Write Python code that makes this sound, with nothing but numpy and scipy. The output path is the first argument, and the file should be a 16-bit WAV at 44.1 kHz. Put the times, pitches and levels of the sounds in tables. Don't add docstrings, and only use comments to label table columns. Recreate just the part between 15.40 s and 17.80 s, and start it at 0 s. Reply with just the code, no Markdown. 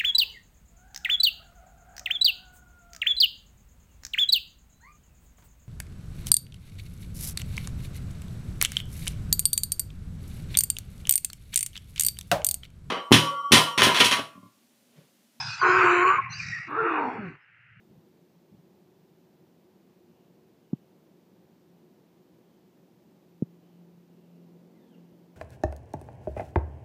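import sys
import numpy as np
from scipy import signal
from scipy.fft import rfft, irfft
from scipy.io import wavfile
from scipy.ndimage import uniform_filter1d, map_coordinates

SR = 44100
rng = np.random.default_rng(int(sys.argv[2]) if len(sys.argv) > 2 else 0)


def to_wav(sig):
    pcm = np.clip(np.atleast_2d(sig), -1, 1) * 32767
    pcm = np.round(pcm).astype(np.int16)
    wavfile.write(sys.argv[1], SR, pcm.T)


N = 105840
TIME = np.arange(N) / SR
BIN_HZ = np.arange(N // 2 + 1) * SR / N


def from_db(db):
    return 10 ** (np.asarray(db) / 20)


def unit_rms(x):
    return x / np.sqrt(np.mean(x ** 2) + 1e-20)


def noise():
    return rng.standard_normal(N)


def drift(rate_hz):
    return unit_rms(irfft(rfft(noise()) / (1 + (BIN_HZ / rate_hz) ** 4), N))


def curves(rows):
    time_s, *columns = np.transpose(rows)
    return [np.interp(TIME, time_s, column) for column in columns]


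def gate(rows, fade_s=0.017):
    inside_s = np.minimum(TIME - rows[0][0], rows[-1][0] - TIME)
    return np.clip(1 + inside_s / fade_s, 0, 1) ** 2


def colour(x, spectrum, skirt_db_per_octave=24):
    hz, db = np.transpose(spectrum)
    octaves, knots = np.log2(BIN_HZ + 1), np.log2(hz)
    outside = np.maximum(octaves - knots[-1], 0) + np.maximum(knots[0] - octaves, 0)
    gain_db = np.interp(octaves, knots, db) - skirt_db_per_octave * outside
    return unit_rms(irfft(rfft(x) * from_db(gain_db), N))


def steady(x, window_samples):
    return x / np.sqrt(np.abs(uniform_filter1d(x * x, window_samples)) + 1e-9)


def airway(x, spectrum, depth_db, width_hz=112, life_s=0.038):
    hz, time_s, frames = signal.stft(x, SR, nperseg=1024)
    across = np.exp(-0.5 * ((hz[:21] - hz[10]) / width_hz) ** 2)
    along = np.exp(-0.5 * ((time_s[:31] - time_s[15]) / life_s) ** 2)
    patches = signal.fftconvolve(rng.standard_normal(frames.shape), np.outer(across, along), "same")
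    gain = from_db(depth_db * np.clip(unit_rms(patches), -2, 2))
    shifting = signal.istft(frames * gain, SR, nperseg=1024)[1][:N]
    return steady(colour(shifting, spectrum), 800)


def sway(x, depth=0.012, rate_hz=12):
    offset_samples = np.cumsum(depth * drift(rate_hz))
    return map_coordinates(x, [np.arange(N) + offset_samples], order=5, mode="mirror")


# time_s, rush_db, hiss_db
FIRST_BREATH = [(0.0, -34.5, -34), (0.018, -42.5, -39), (0.134, -44, -39), (0.178, -47, -44),
                (0.2, -42, -49.5)]
SECOND_BREATH = [(0.82, -40.5, -78), (0.834, -41, -73), (0.886, -48.5, -83), (0.91, -47.5, -63),
                 (0.93, -43.5, -50), (0.984, -46.5, -46), (1.0, -45, -41), (1.108, -44, -44),
                 (1.134, -46, -45), (1.28, -48, -61.5)]
# freq_hz, level_db
FIRST_RUSH = [(300,-18.5),(500,-28.5),(880,7.5),(1100,0),(1750,2.5),(2020,3.5),(2250,-2.5),(2800,-1),(3100,-17.5),(4000,-23)]
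FIRST_HISS = [(2600,-30.5),(3400,-4.5),(4100,-3.5),(5050,1.5),(5600,-1.5),(6150,-5),(6450,-10),(7700,-14.5),(8150,-24),(8700,-26.5),(9300,-44.5)]
SECOND_RUSH = [(300,-35),(570,-31.5),(780,-11.5),(950,-19.5),(1350,-3),(1650,-2),(1980,0),(2800,-4),(3050,-26.5),(4000,-39.5)]
SECOND_HISS = [(3200,-32.5),(3750,-6.5),(4450,-2.5),(5250,5.5),(6300,-3.5),(6850,-15.5),(7850,-12),(8200,-44),(9000,-47)]


def in_breath(envelope, rush_spectrum, hiss_spectrum):
    rush_db, hiss_db = curves(envelope)
    flutter = from_db(1.6 * drift(72))
    rush = from_db(rush_db + 3) * airway(noise(), rush_spectrum, depth_db=5)
    hiss = from_db(hiss_db - 4) * sway(airway(noise(), hiss_spectrum, depth_db=5))
    return gate(envelope) * flutter * (rush + hiss)


def wavering_tone(track, width_hz, shimmer_db):
    pitch_hz, level_db = curves(track)
    phase = 2 * np.pi * np.cumsum(pitch_hz + width_hz * drift(170)) / SR
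    return gate(track) * from_db(level_db + shimmer_db * drift(90)) * np.sqrt(2) * np.sin(phase)


# (time_s, pitch_hz, level_db)
WHISTLES = [ (104.9, [(0,5120,-29),(.025,5000,-44),(.085,5030,-40),(.115,4850,-44.5),(.14,4350,-43),(.155,4180,-56.5)]),
            (60, [(.18,4770,-50),(.205,4770,-40.5),(.222,4420,-43)]),
            (30, [(.355,1597,-29),(.368,1544,-24),(.398,1470,-40.5),(.42,1217,-24.5),(.43,1170,-34.5)]),
            (55, [(0,2560,-40.5),(.055,2540,-47.5),(.125,2525,-39.5),(.17,2565,-46.5)]),
            (25, [(.125,6170,-63),(.146,6130,-38.5),(.165,6160,-71),(.232,6100,-47)]),
            (32.4, [(.625,1083,-29.5),(.65,1093,-22),(.705,1137,-18),(.72,1176,-28.5),(.755,1202,-22),(.772,1209,-35),(.787,1065,-21),(.8,1086,-26.5),(.812,1043,-55),(.875,1088,-37.5),(.92,1040,-62)]),
            (69.6, [(.908,5960,-55.5),(.925,6100,-43),(.945,6370,-55.5),(.98,5910,-54.5)]),
            (70, [(.907,4180,-48.5),(.92,4200,-54.5),(.933,4090,-36),(.95,4244,-69.5)]),
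            (50.3, [(.928,4630,-61),(.94,4730,-42.5),(.965,4690,-40),(.985,4930,-52.5)]),
            (44.2, [(.99,2450,-56),(1.003,2420,-32),(1.02,2350,-60)]),
            (45.4, [(1.03,1908,-42.5),(1.12,1927,-45.5),(1.124,1875,-31.5),(1.138,1959,-30.5),(1.157,1930,-39.5),(1.172,1845,-33),(1.195,1914,-42.5),(1.25,1920,-43)]),
            (42.7, [(1.35,1230,-37),(1.4,1406,-30),(1.44,1331,-36),(1.485,1402,-30)]),
            (35.2, [(1.495,2400,-48),(1.525,2590,-44.5),(1.575,2432,-43.5),(1.6,2590,-49.5)])]


def whistles():
    return sum(wavering_tone(track, width_hz, shimmer_db=2.5) for width_hz, track in WHISTLES)


# freq_hz, level_db
FAR_HISS = [(150,-61.5),(250,-20),(1030,-24),(1400,-3),(1960,-1),(2480,-7),(2800,-5),(3380,-30),(8430,-47.5),(15500,-51.5)]


def far_hiss():
    return from_db(-59.5) * colour(noise(), FAR_HISS)


# freq_hz, level_db
RUMBLE_SPECTRUM = [(25,-43.5),(62,-23),(90,-9.5),(120,4),(200,-11.5),(260,-36.5),(800,-92)]
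# time_s, level_db
RUMBLE_ENVELOPE = [(0,-45),(.11,-45),(.18,-58.5),(.23,-47),(.47,-42),(.55,-60),(.62,-49),(.82,-46),(1.2,-47),(1.23,-66.5),(1.36,-46.5),(1.44,-48.5),(1.47,-68),(1.6,-60.5),(1.88,-47.5),(2.02,-78.5),(2.39,-57)]


def rumble():
    level_db, = curves(RUMBLE_ENVELOPE)
    flutter_db = 3.5 * drift(25)
    return from_db(level_db - 1 + flutter_db) * steady(colour(noise(), RUMBLE_SPECTRUM), 1800)


# delay_s, gain_db
REFLECTIONS = [(.0053,-17.5),(0.0129,-13.5),(.031,-20.5)]


def tree_echo(x, tail_delay_s=0.092, t60_s=0.86, band_hz=(900, 3500)):
    near = sum(from_db(db) * np.interp(TIME - delay_s, TIME, x, left=0) for delay_s, db in REFLECTIONS)
    tail = noise() * from_db(-60 * TIME / t60_s) * (TIME > tail_delay_s)
    bandpass = signal.butter(2, band_hz, "band", fs=SR, output="sos")
    tail = signal.sosfilt(bandpass, tail / np.linalg.norm(tail))
    return near + from_db(-27) * signal.fftconvolve(x, tail)[:N]


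def fold_cycles(pitch_hz, jitter, rate_hz=110):
    return np.cumsum(pitch_hz * (1 + jitter * drift(rate_hz))) / SR


def fold_pulses(cycles, snap_share, sharpness=0.64):
    closures = np.maximum.accumulate(np.floor(cycles + 0.12 * drift(250)))
    snaps = unit_rms(np.diff(closures, prepend=closures[0]))
    puffs = unit_rms(noise() * np.exp(sharpness * np.cos(2 * np.pi * cycles)))
    shimmer = from_db(-drift(201.8))
    return shimmer * (np.sqrt(snap_share) * snaps + np.sqrt(1 - snap_share) * puffs)


# multiple, loud_haw_db, sinking_haw_db, second_note_db
HARMONICS = [(1,-4,-3,-4.5),(2,-18.5,-17.5,-16),(3,-10,-19.5,-11),(4,-8.5,-28.5,-19),(5,-15,-37,-42.5),(6,-26.5,-43.5,-28.5)]


def fold_note(cycles, column, shimmer_db):
    note = np.zeros(N)
    for row in HARMONICS:
        note += from_db(row[column] + shimmer_db * drift(45)) * np.sin(2 * np.pi * row[0] * cycles)
    return np.sqrt(2) * note


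# time_s, pitch_hz, note_db, rasp_db, upper_rasp_db, fizz_db, top_fizz_db
LOUD_HAW = [(0.21, 369.8, -62.5, -42.5, -35, -54, -73.5), (0.216, 369.4, -55, -20, -60, -46.5, -64),
            (0.234, 373.7, -27, -16, -32.5, -51.5, -62), (0.292, 365.4, -20, -19.5, -31, -42, -51),
            (0.43, 371.1, -23, -18.5, -26, -47, -55.5), (0.446, 356, -16.5, -18.5, -28, -44.5, -51.5),
            (0.474, 355.6, -23.5, -16.5, -27.5, -54, -50.5), (0.52, 354.3, -19.5, -20, -28, -47, -49.5),
            (0.63, 359.1, -20.5, -24, -28, -51.5, -52), (0.65, 367.4, -28.5, -21, -34.5, -60.5, -54.5),
            (0.68, 376, -25, -26.5, -27, -49, -48.5), (0.712, 369.6, -30.5, -21, -34.5, -61, -53.5),
            (0.776, 365.6, -47, -29, -31, -63, -62), (0.796, 374, -49, -31.5, -45, -77, -84),
            (0.82, 372.5, -60.5, -42.5, -44.5, -69, -81)]
# note_db, rasp_db, upper_rasp_db, fizz_db, top_fizz_db
LOUD_TRIMS = (-1.6,-1.7,-0.75,-0.51,-1.5)
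# freq_hz, level_db
LOUD_RASP = [(200,-33.5),(330,-17.5),(460,-6.5),(570,-23),(700,-12),(830,-13.5),(1060,8),(1170,-1),(1280,3),(1480,3.5),(1650,-1.5),(1760,-18),(2100,-31),(3000,-70)]
LOUD_UPPER_RASP = [(1300,-29),(1800,1.5),(2150,9.5),(2480,11.5),(2830,-1.5),(3050,-5),(3400,-33.5),(4500,-72.5)]
LOUD_FIZZ = [(2400,-20),(3200,3),(4300,2),(5450,-9.5),(6200,-4.5),(7200,-27.5)]
LOUD_TOP_FIZZ = [(5800,-38.5),(6600,3.5),(7000,11.5),(7700,8.5),(8100,-12),(8600,-8),(9200,-43),(15000,-39)]


def loud_haw():
    pitch_hz, *levels_db = curves(LOUD_HAW)
    cycles = fold_cycles(pitch_hz, jitter=0.011)
    pulses = fold_pulses(cycles, snap_share=0)
    note = fold_note(cycles, column=1, shimmer_db=1.2)
    rasp = steady(colour(pulses, LOUD_RASP), 400)
    upper_rasp = airway(pulses + 0.15 * noise(), LOUD_UPPER_RASP, depth_db=1.5)
    fizz = airway(noise(), LOUD_FIZZ, depth_db=7)
    top_fizz = airway(noise(), LOUD_TOP_FIZZ, depth_db=7)
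    layers = zip((note, rasp, upper_rasp, fizz, top_fizz), levels_db, LOUD_TRIMS)
    return gate(LOUD_HAW) * sum(layer * from_db(db + trim_db) for layer, db, trim_db in layers)


def mouth(x, centre_hz, width_hz=286, block=128):
    radius = np.exp(-np.pi * width_hz / SR)
    b = np.array([1, 0, -1]) * (1 - radius ** 2) / 2
    out, state = np.zeros(N), np.zeros(2)
    for i in range(0, N, block):
        a = [1, -2 * radius * np.cos(2 * np.pi * centre_hz[i] / SR), radius ** 2]
        out[i:i + block], state = signal.lfilter(b, a, x[i:i + block], zi=state)
    return out


# time_s, note_db, rasp_db, upper_rasp_db, fizz_db
SINKING_HAW = [(1.265,-73,-69,-69,-80),(1.29,-46.5,-41,-47,-69),(1.335,-37,-32,-45.5,-69),(1.41,-42,-29.5,-44,-65),(1.465,-31,-28.5,-34.5,-67.5),(1.525,-30,-29.5,-38.5,-59.5),(1.58,-35.5,-26,-37,-66),(1.675,-33,-31.5,-44.5,-66.5),(1.712,-47.5,-34,-43.5,-67.5),(1.74,-30.5,-42,-46,-66.5),(1.764,-52.5,-38,-46,-72.5),(1.785,-37.5,-42.5,-45.5,-74),(1.884,-39,-78,-46.5,-74),(1.905,-58,-62,-51.5,-76),(1.959,-51,-58,-57.5,-86)]
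# time_s, pitch_hz, mouth_hz
SINKING_GLIDE = [(1.28,259.2,1100),(1.38,344.1,1290),(1.45,351.3,1330),(1.51,331.2,1120),(1.59,295.9,1020),(1.66,261.4,860),(1.71,246,800),(1.735,278.7,800),(1.765,269.9,800),(1.79,228.5,830),(1.82,200.6,900),(1.87,174.2,1200),(1.96,134,1350)]
# freq_hz, level_db
SINKING_RASP = [(200,-31.5),(290,-2),(450,19),(560,0),(680,4.5),(850,6),(1050,5),(1400,4),(1700,0),(2000,-10),(2800,-58)]
SINKING_UPPER_RASP = [(900,-39),(1300,3.5),(1550,6),(2150,3.5),(2520,0.5),(2830,-2),(3050,-25),(4000,-54.5)]
SINKING_FIZZ = [(2500,-36),(3450,7),(4400,1),(5100,-8.5),(5650,-6.5),(7700,-19),(9000,-37.5)]
SINKING_JITTER = 0.03525


def sinking_haw():
    pitch_hz, mouth_hz = curves(SINKING_GLIDE)
    wobble = 1 + 0.015 * drift(27.6)
    cycles = fold_cycles(pitch_hz * wobble, SINKING_JITTER)
    pulses = fold_pulses(cycles, snap_share=0.19)
    note = fold_note(cycles, column=2, shimmer_db=2.5)
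    rasp = airway(mouth(pulses, mouth_hz) + 0.076 * pulses, SINKING_RASP, depth_db=1.5)
    upper_rasp = airway(pulses + 3.1 * noise(), SINKING_UPPER_RASP, depth_db=1.5)
    fizz = airway(noise(), SINKING_FIZZ, depth_db=7)
    layers = zip((note, rasp, upper_rasp, fizz), curves(SINKING_HAW))
    return gate(SINKING_HAW) * sum(layer * from_db(db) for layer, db in layers) + grunt(pulses)


# time_s, pitch_hz, level_db
SECOND_NOTE = [(1.281,330,-44.5),(1.33,394.6,-49),(1.37,443,-28),(1.44,454.6,-23),(1.48,434.5,-32.5),(1.6,450,-55),(1.779,435,-56),(1.825,402.8,-42),(1.875,353.5,-45),(1.915,387,-53),(1.95,352,-63.5)]


def second_note():
    pitch_hz, level_db = curves(SECOND_NOTE)
    cycles = fold_cycles(pitch_hz, SINKING_JITTER, rate_hz=109)
    return gate(SECOND_NOTE) * from_db(level_db) * fold_note(cycles, column=3, shimmer_db=1)


# freq_hz, level_db
TWIG_SPECTRUM = [(8200,-5),(10500,-21),(12700,-4),(15000,-26.5)]


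def twig(start_s=1.306, level_db=-74, t60_s=0.04):
    age_s = TIME - start_s
    envelope = (age_s > 0) * from_db(level_db - 60 * np.abs(age_s) / t60_s)
    return envelope * colour(noise(), TWIG_SPECTRUM)


# time_s, level_db
GRUNT_ENVELOPE = [(1.58,-51),(1.66,-46.5),(1.76,-46),(1.8,-50),(1.885,-52.5),(1.91,-46.5),(1.955,-78)]
# freq_hz, level_db
GRUNT_SPECTRUM = [(90,-23),(160,3),(240,7),(330,14),(420,1),(540,-33),(900,-55.5)]


def grunt(pulses):
    level_db, = curves(GRUNT_ENVELOPE)
    return gate(GRUNT_ENVELOPE) * from_db(level_db) * steady(colour(pulses, GRUNT_SPECTRUM), 1100)


# time_s, pitch_hz, level_db
CHIRP = [(2.008,5080,-91),(2.028,5180,-80.5),(2.048,5180,-95)]


def bird():
    return wavering_tone(CHIRP, width_hz=23, shimmer_db=1.5)


def scene():
    breaths = in_breath(FIRST_BREATH, FIRST_RUSH, FIRST_HISS)
    breaths += in_breath(SECOND_BREATH, SECOND_RUSH, SECOND_HISS)
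    fade_in = np.minimum(TIME / 0.004, 1)
    donkey = fade_in * (breaths + whistles() + loud_haw() + sinking_haw() + second_note())
    return (donkey + tree_echo(donkey) + far_hiss() + rumble() + twig() + bird())[None]


def record(dry):
    return signal.sosfilt(signal.butter(14, 15500, fs=SR, output="sos"), dry)


dry = scene()
out = record(dry)
to_wav(out)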